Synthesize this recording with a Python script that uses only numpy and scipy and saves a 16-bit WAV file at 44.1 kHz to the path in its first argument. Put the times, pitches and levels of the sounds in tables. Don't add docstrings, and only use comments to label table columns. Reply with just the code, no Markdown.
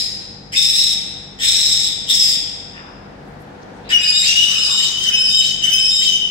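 import sys
import numpy as np
from scipy import signal
from scipy.fft import rfft, irfft, next_fast_len
from scipy.io import wavfile
from scipy.ndimage import uniform_filter1d, minimum_filter1d, map_coordinates

SR = 44100
rng = np.random.default_rng(int(sys.argv[2]) if len(sys.argv) > 2 else 0)


def transcribe(u):
    v = np.clip(np.atleast_2d(u).T, -1, 1)
    q = np.round(v * 32767).astype(np.int16)
    wavfile.write(sys.argv[1], SR, q)


N = 277830
LEAD = SR * 3 // 10
TIME = np.arange(-LEAD, N) / SR


def undb(db):
    return 10 ** (np.asarray(db) / 20)


def unit(x):
    return x / np.sqrt(np.mean(x ** 2))


def at_hz(points, hz):
    f, value = np.transpose(points)
    return np.interp(np.log(np.maximum(hz, 1)), np.log(f), value)


def wander(t, rate):
    place = (t - t[0]) * rate
    return map_coordinates(rng.standard_normal(16384), [place], order=2, mode="wrap")


def course(t, start, length):
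    progress = np.clip((t - start) / length, 0, 1)
    return progress - 1 / 2, np.sin(np.pi * progress) - 2 / np.pi


def band(drive, hz, width, order=4):
    envelope = signal.sosfilt(signal.butter(order, width / 2, fs=SR, output="sos"), drive)
    return np.real(envelope * np.exp(2j * np.pi * np.cumsum(hz + np.zeros(len(drive))) / SR))


def rasp(start, attack, hold, release, db, lower_hz, upper_hz, glide, upper_db, lift_db, trend_db,
         fifth_db, octave_db, hiss_db, opening_s=.025, lower_climb=0.0396, dulling=0.15):
    # f/Hz, bandwidth/Hz, relative level/dB
    throat = [(2080, 520, -24), (2700, 550, -21), (3380, 600, -18), (7400, 900, -16), (8250, 800, -19),
              (11500, 1300, -28), (12000, 7000, -31), (15300, 1400, -31)]
    corners = start + np.cumsum([0, attack, hold, release])
    sounding = (TIME >= corners[0]) & (TIME <= corners[-1])
    t = TIME[sounding]
    effort_db = np.interp(t, corners, [-10.5, 0, -3.5, -26.5])
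    progress, gape = course(t, start, attack + hold + release / 2)
    shut = np.exp(-(t - start) / opening_s)
    lower_hz = lower_hz * (1 + (glide + lower_climb) * progress + .06 * gape - .12 * shut)
    upper_hz = upper_hz * (1 + glide * progress + 0.01892 * gape)
    upper_db = upper_db + lift_db * gape + trend_db * progress
    bursts = undb(2.5 * wander(t, rate=520) + 2.25 * wander(t, rate=110))
    tremble = 1 + 0.01026 * wander(t, rate=140)

    def ring(modes, order):
        jets = rng.standard_normal((len(modes), 2, 2 * SR))[..., :len(t)] * bursts
        ringing = 0
        for (real, imag), (hz, width, gain_db) in zip(jets, modes):
            tilt_db = dulling * effort_db * np.maximum(np.log2(hz / lower_hz), 0)
            ringing += undb(gain_db + tilt_db) * band(real + 1j * imag, hz * tremble, width, order)
        return ringing

    lower_db = 10 * np.log10(2 / (1 + undb(upper_db) ** 2))
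    formants = [(lower_hz, 417, lower_db), (upper_hz, 383, lower_db + upper_db)]
    overtones = [(1.5 * upper_hz, 550, fifth_db), (2 * upper_hz, 550, octave_db)]
    hiss = [(5700, 4400, hiss_db)]
    voice = ring(formants + overtones, order=2) + ring(throat + hiss, order=4)
    out = np.zeros(len(TIME))
    out[sounding] = unit(voice) * undb(db + effort_db)
    return out


def screeches():
    rasps = [ (-.28, 0.17, 0.097, .08, -16.5, 3930, 5090, 0.013, 17, 9, -20, -35, -18, -19),
             (.52, 0.037, .36, 0.094, -16, 3715, 5255, 0.039, 3.5, 0, -9, -10.5, -17.5, -21),
             (1.387, .036, .427, 0.15, -16, 3737, 5252, -0.046, 1, 8, 3, -7, -23, -17),
             (2.072, .03, 0.23, 0.0629, -14, 3640, 5163, -.09, 11.5, 37, 15, -12.5, -22.5, -19.5),
             (3.89, 0.0091, 0.014, 0.076, -22.5, 3200, 5050, 0.037, 5, 3, -2, -27, -32, -13),
             (4.321, 0.0313, 0.51, 0.114, -25.5, 3686, 5276, -.06, -2.5, 18, -2, -10.5, -18, -11.5),
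             (4.992, .055, 0.013, .15, -25, 3590, 5140, .005, 1, 7, -7, -20, -27, -8.5),
             (5.617, 0.024, 0.014, 0.21, -25.5, 3460, 5130, -0.00038, 0, 9, 9, -6, -31, -11.5)]
    return sum(rasp(*row) for row in rasps)


def ventilation(air_db=-38, wide_hz=650, split_hz=240, bass_db=0.9, left_db=1):
    # f/Hz, relative density/dB
    air_spectrum = [(20, -29), (45, -12), (75, -15), (120, -12.5), (200, -9), (400, -12.5), (600, -16),
                    (800, -13), (1100, -23.5), (1600, -22), (2500, -32), (5000, -39), (8000, -49.5),
                    (15000, -65)]
    # f/Hz, level/dB ahead of the bass and recorder gains
    hum = [(49, -53.5), (98, -51.5), (147, -51.5), (198, -50), (488, -51)]
    # t/s, gain/dB
    recorder_gain = [(0, -5.5), (1.3, -5), (2.4, -5), (2.9, -2), (3.5, 0.5), (3.88, 1.5), (4.05, -4.5),
                     (6.3, -5)]
    size = next_fast_len(len(TIME))
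    f = np.arange(size // 2 + 1) * SR / size
    mid, side = rfft(rng.standard_normal((2, size))) * undb(at_hz(air_spectrum, f))
    spread = np.minimum(f / wide_hz, 1) * np.array([[1], [-1]])
    air = irfft(mid + side * spread, size)[:, :len(TIME)]
    air = unit(air) * undb(air_db)
    for hz, db in hum:
        phase = 2 * np.pi * hz * TIME + 0.13 * wander(TIME, rate=4.8)
        air += np.sqrt(2) * undb(db + 2 * wander(TIME, rate=6)) * np.sin(phase)
    bass = signal.sosfiltfilt(signal.butter(2, split_hz, fs=SR, output="sos"), air)
    recorder_db = np.interp(TIME, *np.transpose(recorder_gain))
    air = undb(bass_db) * bass + (air - bass) * undb(recorder_db)
    return air * undb([[left_db], [-left_db]])


def room(x, direct_db=-7.5, early_db=0.5, tail_db=-1.25, left_db=1.82,
         build_up_s=0.0014, early_span_s=.02, right_lag_s=0.00025):
    # f/Hz, T60/s
    decay_times = [(1000, 2.09), (3000, 1.16), (5000, 1.104), (8000, 0.78), (11000, 0.59), (15000, 0.44)]
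    t = np.arange(SR * 5 // 4) / SR
    f = np.arange(len(t) // 2 + 1) * SR / len(t)
    noise = rfft(rng.standard_normal((2, len(t))))
    centres = np.array(decay_times)[:, 0]
    tail = 0
    for share, (_, t60) in zip(np.eye(len(centres)), decay_times):
        band_noise = irfft(noise * np.interp(f, centres, share), len(t))
        tail += band_noise * np.exp(-np.log(1000) * t / t60)
    tail *= 1 - np.exp(-t / build_up_s)
    response = undb(tail_db) * unit(tail) / np.sqrt(len(t))
    echo_s = rng.uniform(.1, 1, size=10) * early_span_s
    bearing = rng.uniform(-1, 1, size=10)
    for channel, lag in enumerate([0, right_lag_s]):
        response[channel, int(lag * SR)] += undb(direct_db)
        arrivals = ((echo_s + 2 * lag * bearing) * SR).astype(int)
        response[channel, arrivals] += undb(early_db) / np.sqrt(len(echo_s))
    heard = signal.fftconvolve(x[None], response, axes=1)[:, :len(TIME)]
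    return heard * undb([[left_db], [-left_db]])


def swishes(rows, relative_width, grain_db):
    out = np.zeros(len(TIME))
    for peak_s, half_length, hz, db in rows:
        near = np.abs(TIME - peak_s) < half_length
        t = TIME[near]
        real, imag = rng.standard_normal((2, SR))[:, :len(t)] * undb(grain_db * wander(t, rate=318))
        swell = np.cos(np.pi / 2 * (t - peak_s) / half_length) ** 2
        out[near] += unit(band(real + 1j * imag, hz, relative_width * hz)) * undb(db) * swell
    return out


def breath():
    # peak t/s, half-length/s, centre f/Hz, level/dB
    puffs = [(.535, 0.021, 2480, -26.5), (1.425, 0.059, 2030, -33.5), (1.44, 0.055, 2943, -25),
             (3.91, 0.027, 1900, -25), (3.91, 0.023, 3100, -20.5), (3.96, 0.06, 2110, -44),
             (4.3, 0.091, 2032, -36.5), (4.53, 0.11, 1495, -39.5), (4.71, 0.089, 1206, -39),
             (5.07, 0.11, 1797, -37.5), (5.655, 0.07, 1850, -35.5)]
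    return swishes(puffs, relative_width=0.46, grain_db=-2)


def whistle(start, length, hz, rise, arch, db, swell_db, overtone_db, rough,
            edge_s=0.0025, scoop_s=.018):
    # f/Hz, gain/dB
    beak = [(2500, -5), (3000, -11.5), (3700, -5.5), (4400, -18), (5100, 8.5), (6100, -25.5), (7400, -11.5),
            (7900, -15.5), (9100, -33.5), (10200, -15.5), (11200, -32), (13000, -44.5), (15300, -37.5)]
    end = start + length
    sounding = (TIME >= start) & (TIME <= end + edge_s)
    t = TIME[sounding]
    progress, bow = course(t, start, length)
    slack = np.exp(-(t - start) / scoop_s)
    hz = hz * (1 + rise * progress + arch * bow - .012 * slack)
    drift = 0.00435 * wander(t, rate=59.9)
    jitter = rough * (0.01945 * wander(t, rate=225.5) + 0.026 * wander(t, rate=1099))
    phase = 2 * np.pi * np.cumsum(hz * (1 + drift + jitter)) / SR
    tone = undb(at_hz(beak, hz)) * np.sin(phase)
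    overtone_db = overtone_db - 3 * slack + 1.5 * wander(t, rate=123.4)
    for k in range(2, 7):
        tone += (k * hz < SR / 2) * undb(at_hz(beak, k * hz) + overtone_db) * np.sin(k * phase)
    shimmer_db = 5 * rough * wander(t, rate=385.4)
    sputter_db = 2 * wander(t, rate=90)
    tone *= undb(shimmer_db + sputter_db)
    gate = np.clip(np.minimum(t - start, end + edge_s - t) / edge_s, 0, 1)
    out = np.zeros(len(TIME))
    out[sounding] = unit(tone) * undb(db + swell_db * progress) * np.sin(np.pi / 2 * gate) ** 2
    return out


def squeaks_and_whine():
    # t/s, length/s, f/Hz, rise/fraction, arch/fraction, level/dB, swell/dB,
    # overtones ahead of the beak/dB, roughness (0-1)
    tones = [ (.551, 0.0074, 2595, 0.0035, .002, -17.5, -16, -20, 0.5),
             (.559, 0.035, 3654, -0.02, 0.025, -15, -8, -8, 0.38),
             (3.919, .046, 2917, -0.048, -0.021, -11, 0.5, -10, 0.07),
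             (4.253, 0.18, 2830, 0.097, 0.014, -16.5, 13.5, -8.5, 0.49),
             (4.449, 0.11, 2985, 0.032, -0.0046, -21, -10, -2, 0.22),
             (4.599, 0.26, 2992, .005, -0.0094, -24.5, 4.5, -19, 0.55),
             (4.959, .085, 3085, .04, 0.01, -20, 6, -4.5, 0.29),
             (5.06, .024, 3045, -.02, .002, -10, 1, -6, .14),
             (5.124, 0.028, 3000, -0.0093, 0.018, -16.5, -5, -3, 0.11),
             (5.276, 0.1086, 3085, .025, 0.012, -18.5, -4, -7, .2),
             (5.382, 0.021, 3083, -0.043, 0.0038, -9.5, -4, -8, .12),
             (5.624, 0.059, 3039, -0.00045, 0.0034, -12, -1.5, -7, 0.25),
             (5.681, 0.0913, 3060, .02, 0.0033, -15.5, -3, 1.5, 0.45),
             (5.986, 0.092, 3119, 0.018, 0.002, -16.5, 0, -9.5, 0.34),
             (6.074, .095, 3015, -0.038, 0.0018, -15.5, -6.5, -6, 0.16),
             (6.186, .117, 2990, 0.0041, -0.0045, -27.5, 1, -8, 0.32)]
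    return sum(whistle(*row) for row in tones)


def handling():
    # peak t/s, half-length/s, centre f/Hz, level/dB
    rustles = [(2.77, 0.062, 2312, -41.5), (2.84, 0.16, 1183, -45.5), (3.29, 0.09, 10100, -69),
               (3.4, 0.022, 10000, -59), (3.62, 0.016, 4850, -56), (3.76, 0.037, 7100, -59),
               (3.86, 0.037, 3270, -44)]
    return swishes(rustles, relative_width=0.65, grain_db=7.5)


def squeals():
    # break t/s, time stretch/ratio, low f/Hz, high f/Hz, low, high and rasp level/dB
    calls = [ (3.97, .87, 2502, 3754, -16, -20.5, -16), (4.527, 0.93, 2544, 3722, -20, -23.5, -20.5),
             (5.111, 1.02, 2569, 3727, -18, -24.5, -22.5), (5.715, 1.01, 2589, 3705, -18.5, -23.5, -22)]
    # delay/s,
    # length/s, rise/fraction, relative level/dB, swell/dB, overtones at the syrinx/dB, roughness (0-1)
    low_course = [(0, 0.065, 0.0099, -3.5, -1.5, -8.5, 0.11), (.064, 0.127, -0.0285, 0, 1, 34, .58),
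                  (.186, .11, .012, -4.5, -1, 17, .42)]
    high_course = [(.054, 0.019, 0.022, -2, -3, 4.9, .45), (.18, 0.1633, 0.0153, 0.45, -4, 2.6, 0.3)]
    # delay/s, attack/s, hold/s, release/s, relative level/dB
    rasp_course = [(0.023, .08, 0.21, 0.0494, -15), (0.286, 0.053, .018, .11, 0)]
    # lower and upper formant f/Hz, glide/fraction, upper minus lower/dB, lift/dB,
    # trend/dB, two overtones/dB, hiss/dB
    throat = (3660.5, 5300, 0.61, 3, -7, 20, -13, -21, -11.5)
    out = np.zeros(len(TIME))
    for start, stretch, low_hz, high_hz, low_db, high_db, rasp_db in calls:
        for stages, hz, db in [(low_course, low_hz, low_db), (high_course, high_hz, high_db)]:
            for delay, length, rise, stage_db, swell_db, overtone_db, rough in stages:
                out += whistle(start + stretch * delay, stretch * length, hz, rise, 0,
                               db + stage_db, swell_db, overtone_db, rough)
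        for delay, attack, hold, release, stage_db in rasp_course:
            out += rasp(start + stretch * delay, attack, hold, release, rasp_db + stage_db, *throat)
    return out


def scene():
    chick = screeches() + squeaks_and_whine() + squeals() + breath()
    return (room(chick + handling()) + ventilation())[:, LEAD:]


def record(dry, top_hz=15800):
    allowed = 1 / np.maximum(np.abs(dry).max(axis=0), 1)
    gain = uniform_filter1d(minimum_filter1d(allowed, size=221), size=221)
    return signal.sosfilt(signal.ellip(10, .2, 80, top_hz, fs=SR, output="sos"), dry * gain)


dry = scene()
out = record(dry)
transcribe(out)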